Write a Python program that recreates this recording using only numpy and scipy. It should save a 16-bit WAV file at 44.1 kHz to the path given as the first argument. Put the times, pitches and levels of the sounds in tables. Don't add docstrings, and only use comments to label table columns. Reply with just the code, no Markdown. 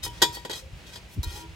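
import sys
import numpy as np
from scipy import signal
from scipy.fft import rfft, irfft, next_fast_len
from scipy.io import wavfile
from scipy.ndimage import map_coordinates

SR = 44100
rng = np.random.default_rng(int(sys.argv[2]) if len(sys.argv) > 2 else 0)


def to_wav(s):
    ch = np.atleast_2d(s).T
    pcm = np.round(np.clip(ch, -1, 1) * 32767)
    wavfile.write(sys.argv[1], SR, pcm.astype(np.int16))


N = 68355

# (frequency [Hz], level on mould [dB], t60 on mould [s], level lifted [dB])
PAN_MODES = [(326, -6, 0.25, 1), (417.7, -9.5, 0.23, -8), (471.4, -7, 0.063, -44), (812, -1, 0.079, -18),
             (958.6, 1.5, 0.32, -1), (1399.8, -6.5, 0.062, -3.5), (1892, 8, 0.077, -3),
             (2444, -7, 0.16, -5), (3074, 6, 0.07, -1.5), (3275, 8, 0.072, -7), (3450, 3, 0.18, -12),
             (3825, 3.5, 0.11, -25), (4610, 5, 0.065, -12), (5090, -5, 0.19, -21)]
# (frequency [Hz], correlation [-])
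COHERENCE = [(60, 0.93), (500, 0.68), (950, 0.71), (1900, 0.13), (3300, 0.43), (5000, 0.52), (8000, 0.43),
             (12000, 0.65)]
RUB_SWELL_DB, RUB_SWELLS_PER_S = 3.5, 14
RING_PIVOT_HZ = 950


def amp(db):
    return 10 ** (np.asarray(db) / 20)


def unit(x):
    return x / np.sqrt(np.mean(x ** 2) + 1e-20)


def along(points, hz):
    f, v = np.transpose(points)
    return np.interp(np.log(hz + 1), np.log(f + 1), v)


def clock():
    return np.arange(N) / SR


def wobble(knots_per_s):
    knots = rng.standard_normal(int(N * knots_per_s / SR) + 4)
    return map_coordinates(knots, [clock() * knots_per_s])


def filtered(x, response):
    size = next_fast_len(N + SR // 2)
    return irfft(rfft(x, size) * response(np.fft.rfftfreq(size, 1 / SR)), size)[..., :N]


def stereo(pair, colour_db):
    def response(hz):
        angle = np.arccos(np.clip(along(COHERENCE, hz), -1, 1)) / 2
        return amp(colour_db(hz)) * np.array([np.cos(angle), np.sin(angle)])
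    mid, side = filtered(pair, response)
    return unit(np.array([mid + side, mid - side]))


def noise(spectrum):
    return stereo(rng.standard_normal((2, N)), lambda hz: along(spectrum, hz))


def tone(hz, drift=0):
    apart_rad = np.arccos(np.clip(along(COHERENCE, hz), -1, 1)) * rng.choice([-1, 1])
    cycles = hz * (clock() + np.cumsum(drift) / SR) + rng.random()
    return np.sin(2 * np.pi * cycles + np.array([[apart_rad], [-apart_rad]]) / 2)


def struck(start_s, t60_s, attack_s=0.0009):
    age_s = np.maximum(clock() - start_s, 0)
    return (1 - np.exp(-age_s / attack_s)) * amp(-60 * age_s / t60_s)


def ringing(times_s, levels_db, t60_s):
    return np.sqrt(sum((amp(db) * struck(s, t60_s)) ** 2 for s, db in zip(times_s, levels_db)))


def air():
    # (frequency [Hz], relative density [dB])
    yard = [(20, -36), (40, -8.5), (58, 4), (90, -6), (150, -8), (250, -17), (500, -20.5), (1200, -25.5),
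            (2600, -21), (5000, -30), (8000, -35.5), (12000, -45), (16000, -44.5)]
    # (time [s], width [s], level [dB], upper edge [Hz])
    puffs = [(.09, 0.04, -40.5, 121), (0.279, 0.021, -41, 140), (0.651, 0.018, -41.5, 78.5),
             (0.738, 0.02, -39.5, 107.5), (1.183, 0.011, -32.5, 235), (1.196, 0.014, -24.5, 135),
             (1.278, 0.017, -28, 71), (1.319, 0.066, -43.5, 69.3), (1.52, 0.031, -44.5, 69)]
    low_hz = 50.3
    out = amp(-47.5 - 1.5 * wobble(8.68)) * noise(yard)
    for time_s, width_s, db, edge_hz in puffs:
        def band_db(hz):
            edges = (1 + (hz / edge_hz) ** 8) * (1 + (low_hz / (hz + 1)) ** 8)
            return -10 * np.log10(edges * (1 + hz / low_hz))
        swell = np.exp(-0.5 * ((clock() - time_s) / width_s) ** 2)
        puff = swell * stereo(rng.standard_normal((2, N)), band_db)
        out += amp(db) * unit(puff) * np.sqrt(np.mean(swell ** 2))
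    return out


def grit(tilt_db_oct):
    # (frequency [Hz], relative density [dB])
    spectrum = [(100, -41), (350, 3.5), (550, 0), (700, -5), (1500, -3), (2500, -9.5), (3700, -4.5),
                (5200, 2), (7000, -1), (8200, -5.5), (9300, -4.5), (12000, -8.5), (16000, -13)]
    grains_per_s, spread_db, hiss_gain = 2200, 3, 0.71
    clicks = (rng.random((2, N)) < grains_per_s / SR) * rng.choice([-1, 1], (2, N))
    sizes = amp(spread_db * np.minimum(rng.exponential(size=(2, N)), 4))
    sand = unit(clicks * sizes) + hiss_gain * rng.standard_normal((2, N))
    return stereo(sand, lambda hz: along(spectrum, hz) + tilt_db_oct * np.log2(hz / 4000 + 0.9))


def rasp(tilt_db_oct):
    # (frequency [Hz], relative level [dB])
    resonances = [(1920, -7), (2480, -2.5), (3090, -5), (3300, 1), (3740, -1), (3920, -3), (4290, -3),
                  (4430, -11), (5140, 0), (6180, -5.5), (7680, -6), (8380, -5), (10500, -10), (12080, -9.5)]
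    width_hz = 50
    drift = 0.00292 * wobble(18)

    def band(hz):
        return sum(wobble(width_hz) * tone(f, drift) for f in (hz, hz + width_hz / 2))
    return unit(sum(amp(db + tilt_db_oct * np.log2(hz / 4000)) * band(hz) for hz, db in resonances))


def rubbed(modes):
    return unit(sum(amp(db + RUB_SWELL_DB * wobble(RUB_SWELLS_PER_S)) * tone(hz) for hz, db in modes))


def scrapes():
    # (start [s], rise [s], hold [s], 20 dB fall [s] floored at min_fall_s,
    # grit [dB], rasp [dB], treble tilt [dB/oct], ring [dB])
    strokes = [(0.026, 0.012, 0.0097, 0.033, -34, -35, 2.5, -58),
               (0.114, 0.023, 0.04, 0.37, -52.5, -56.5, -6, -52.5),
               (0.318, 0.034, 0.0047, -0.0229, -40, -43, 3, -47),
               (0.491, 0.019, 0.0058, 0.0736, -40, -35.5, -3.5, -39.5),
               (0.54, 0.016, 0.034, -0.16, -44, -46.5, -0.5, -83),
               (0.856, 0.013, 0.069, -0.02, -55.5, -54.5, -1.5, -73),
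               (0.906, 0.05, 0.0044, 0.01, -47, -45, -3, -56),
               (1.076, 0.042, 0.029, -0.04, -55.5, -59, 7.5, -61)]
    min_fall_s = 0.045
    out, t = np.zeros((2, N)), clock()
    ring = rubbed([(hz, db + 20 * np.log10(t60_s)) for hz, db, t60_s, _ in PAN_MODES])
    for start_s, rise_s, hold_s, fall_s, grit_db, rasp_db, tilt_db_oct, ring_db in strokes:
        attack = np.clip((t - start_s) / rise_s, 0, 1) ** 1.4
        release = amp(-20 * np.maximum(t - start_s - rise_s - hold_s, 0) / max(fall_s, min_fall_s))
        friction = amp(grit_db) * grit(tilt_db_oct) + amp(rasp_db) * rasp(tilt_db_oct)
        flutter = amp(2.37 * wobble(130.26))
        out += attack * release * (flutter * friction + amp(ring_db) * ring)
    return out


def squeaks():
    # (time [s], width [s], pitch [Hz], glide [oct/s], level [dB])
    notes = [(.042, 0.015, 3830, 0, -41), (.076, 0.026, 3045, 0.16, -43), (.362, 0.025, 4500, 0.25, -42),
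             (.378, 0.023, 1891, 0, -47), (0.534, .022, 3290, 0, -40), (.565, 0.022, 3970, .5, -43.5),
             (.64, 0.028, 530, 0.18, -50), (.922, 0.012, 1560, 0.89, -51.5),
             (.961, 0.023, 4900, 0.11, -49.5), (1.30, 0.015, 3260, 0.75, -49),
             (1.335, 0.031, 5150, 1.2, -56), (1.345, 0.019, 4290, .8, -47), (1.365, .028, 835, 1.8, -50),
             (1.372, .012, 3750, 0.13, -49), (1.385, 0.047, 405, 2.2, -59.5)]
    out, t = np.zeros((2, N)), clock()
    for time_s, width_s, hz, glide_oct_s, db in notes:
        note = tone(hz, drift=2 ** (glide_oct_s * (t - time_s)) - 1)
        roughness = 1 + 0.5 * wobble(110)
        swell = np.exp(-0.5 * ((t - time_s) / width_s) ** 2)
        out += amp(db) * swell * roughness * note
    return out


def blows():
    # (time [s], knock [dB], knock centre [Hz], clash [dB], ring [dB], ring tilt [dB/oct])
    contacts = [(0.0629, -48.5, 950, -49, -37, -6), (0.2179, -22, 460, -26, -32.5, 2),
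                (0.2213, -18.5, 406, -19, -28, 1), (0.2253, -39, 450, -23.5, -37, -5),
                (0.232, -32, 400, -35, -28, 0.5), (0.369, -46, 330, -68, -42.5, -4.5),
                (0.449, -35, 480, -48.5, -46, -4), (0.45, -37, 410, -45.5, -46, -1.5),
                (0.496, -31.5, 540, -44.5, -48, -2), (0.511, -44, 550, -45, -49, 1.5),
                (0.53, -40.5, 565, -41.5, -75, 0), (0.865, -71, 500, -58, -63.5, 0.5),
                (0.957, -43.5, 430, -47, -52.5, -1)]
    # (frequency [Hz], relative density [dB])
    knock_spectrum = [(60, -23), (170, -6), (260, -5.5), (340, 2.5), (500, 3), (660, -6), (830, -3),
                      (1050, -2.5), (1270, -26), (1520, -5), (2100, -13.5), (5000, -32), (16000, -66)]
    # (frequency [Hz], level [dB], t60 [s])
    hollow_modes = [(355.6, -6, 0.11), (479.5, -2.5, 0.043), (546, -2.5, 0.033), (860, -4.5, 0.055),
                    (1045, -2, 0.043), (1490, 6.5, 0.042)]
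    # (frequency [Hz], relative density [dB])
    clash_spectrum = [(200, -34), (1500, -5), (2650, -12), (3200, -2), (4200, 1.5), (5200, -0.5),
                      (5650, -10), (6900, 2), (8500, -16.5), (9500, -30), (11500, -9), (16000, -21)]
    # (frequency [Hz], relative level [dB])
    upper_modes = [(2939, -51), (3415, -35), (3924, -44), (4172, -59), (4425, -48), (4823, -49),
                   (5211, -41.5), (5696, -64), (6072, -45), (6740, -44), (6918, -59), (7079, -49),
                   (7671, -70), (7989, -44), (8123, -41.5), (8387, -39.5), (8646, -46.5), (10325, -43.5),
                   (11122, -74), (11892, -73), (12543, -47.5)]
    times_s, knock_db, centre_hz, clash_db, ring_db, tilt_db_oct = np.transpose(contacts)

    knock = noise(knock_spectrum) * ringing(times_s, knock_db + 0.5, t60_s=0.087)
    for hz, db, t60_s in hollow_modes:
        off_centre_db = 6.5 * np.abs(np.log2(hz / centre_hz))
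        knock += tone(hz) * ringing(times_s, knock_db + 1 + db - off_centre_db, t60_s)

    crack = ringing(times_s, clash_db + 5, t60_s=0.024)
    clash = noise(clash_spectrum) * (crack + ringing(times_s, clash_db, t60_s=0.13))
    shimmer = unit(sum(amp(db) * tone(hz) for hz, db in upper_modes))
    shimmer *= ringing(times_s, clash_db + 1, t60_s=0.082)

    ring = np.zeros((2, N))
    for hz, db, t60_s, _ in PAN_MODES:
        treble_db = tilt_db_oct * max(np.log2(hz / RING_PIVOT_HZ), 0)
        ring += tone(hz) * ringing(times_s, ring_db + db + treble_db, t60_s)
    return knock + clash + shimmer + ring


def clink():
    # (frequency [Hz], level [dB], t60 [s])
    blade_modes = [(3840, 7, 0.054), (3930, -1, 0.042), (4170, 1, .05), (4320, -2, 0.1), (4800, -5, .04),
                   (5556, -6, .07), (6500, -17, 0.032), (7200, -2, .06), (9500, -13, 0.025),
                   (12100, 0, 0.043), (14700, -11, .03)]
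    # (time [s], level [dB])
    contacts = [(1.23, -40.5), (1.2365, -39.5), (1.242, -43.5)]
    times_s, hit_db = np.transpose(contacts)
    steel = sum(tone(hz) * ringing(times_s, hit_db + db, t60_s) for hz, db, t60_s in blade_modes)
    return steel + grit(tilt_db_oct=4) * ringing(times_s, hit_db + 8, t60_s=0.04)


def lift():
    # (time [s], friction noise [dB], high modes [dB], low modes [dB])
    slide = [(1.22, -82, -80, -79), (1.258, -52, -50.5, -51), (1.31, -48.5, -49.5, -59),
             (1.365, -44, -53.5, -52.5), (1.42, -49.5, -55, -46.5), (1.456, -71, -57.5, -46.5),
             (1.49, -91, -70, -63), (1.55, -69, -82, -63)]
    split_hz = 1200
    times_s, *levels_db = np.transpose(slide)
    friction, rub_high, rub_low = (amp(np.interp(clock(), times_s, db)) for db in levels_db)
    flick = amp(-40) * struck(start_s=1.231, t60_s=0.19)
    ring = np.zeros((2, N))
    for hz, _, _, lifted_db in PAN_MODES:
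        flick_share = min(hz / RING_PIVOT_HZ, RING_PIVOT_HZ / hz)
        drive = np.hypot(flick * flick_share, rub_high if hz > split_hz else rub_low)
        swell_db = RUB_SWELL_DB / 2 * wobble(RUB_SWELLS_PER_S)
        ring += amp(lifted_db + swell_db) * tone(hz) * drive
    return ring + friction * (grit(tilt_db_oct=-0.31) + amp(-3.5) * rasp(tilt_db_oct=0))


def scene():
    # (frequency [Hz], left over right [dB])
    balance = [(500, 0.5), (1200, 1), (3000, 2), (5500, 3), (8000, 0)]
    echo_db = -21.5
    pan = blows() + scrapes() + squeaks() + clink() + lift()
    pan = filtered(pan, lambda hz: amp(along(balance, hz) * np.array([[0.5], [-0.5]])))
    tail = rng.standard_normal((2, N)) * struck(start_s=0.0067, t60_s=0.61)
    echo = signal.fftconvolve(pan, tail / np.linalg.norm(tail[0]), axes=1)[:, :N]
    return pan + amp(echo_db) * echo + air()


def record(dry):
    top_hz = 16200
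    return filtered(dry, lambda hz: 1 / np.sqrt(1 + (hz / top_hz) ** 160))


dry = scene()
out = record(dry)
to_wav(out)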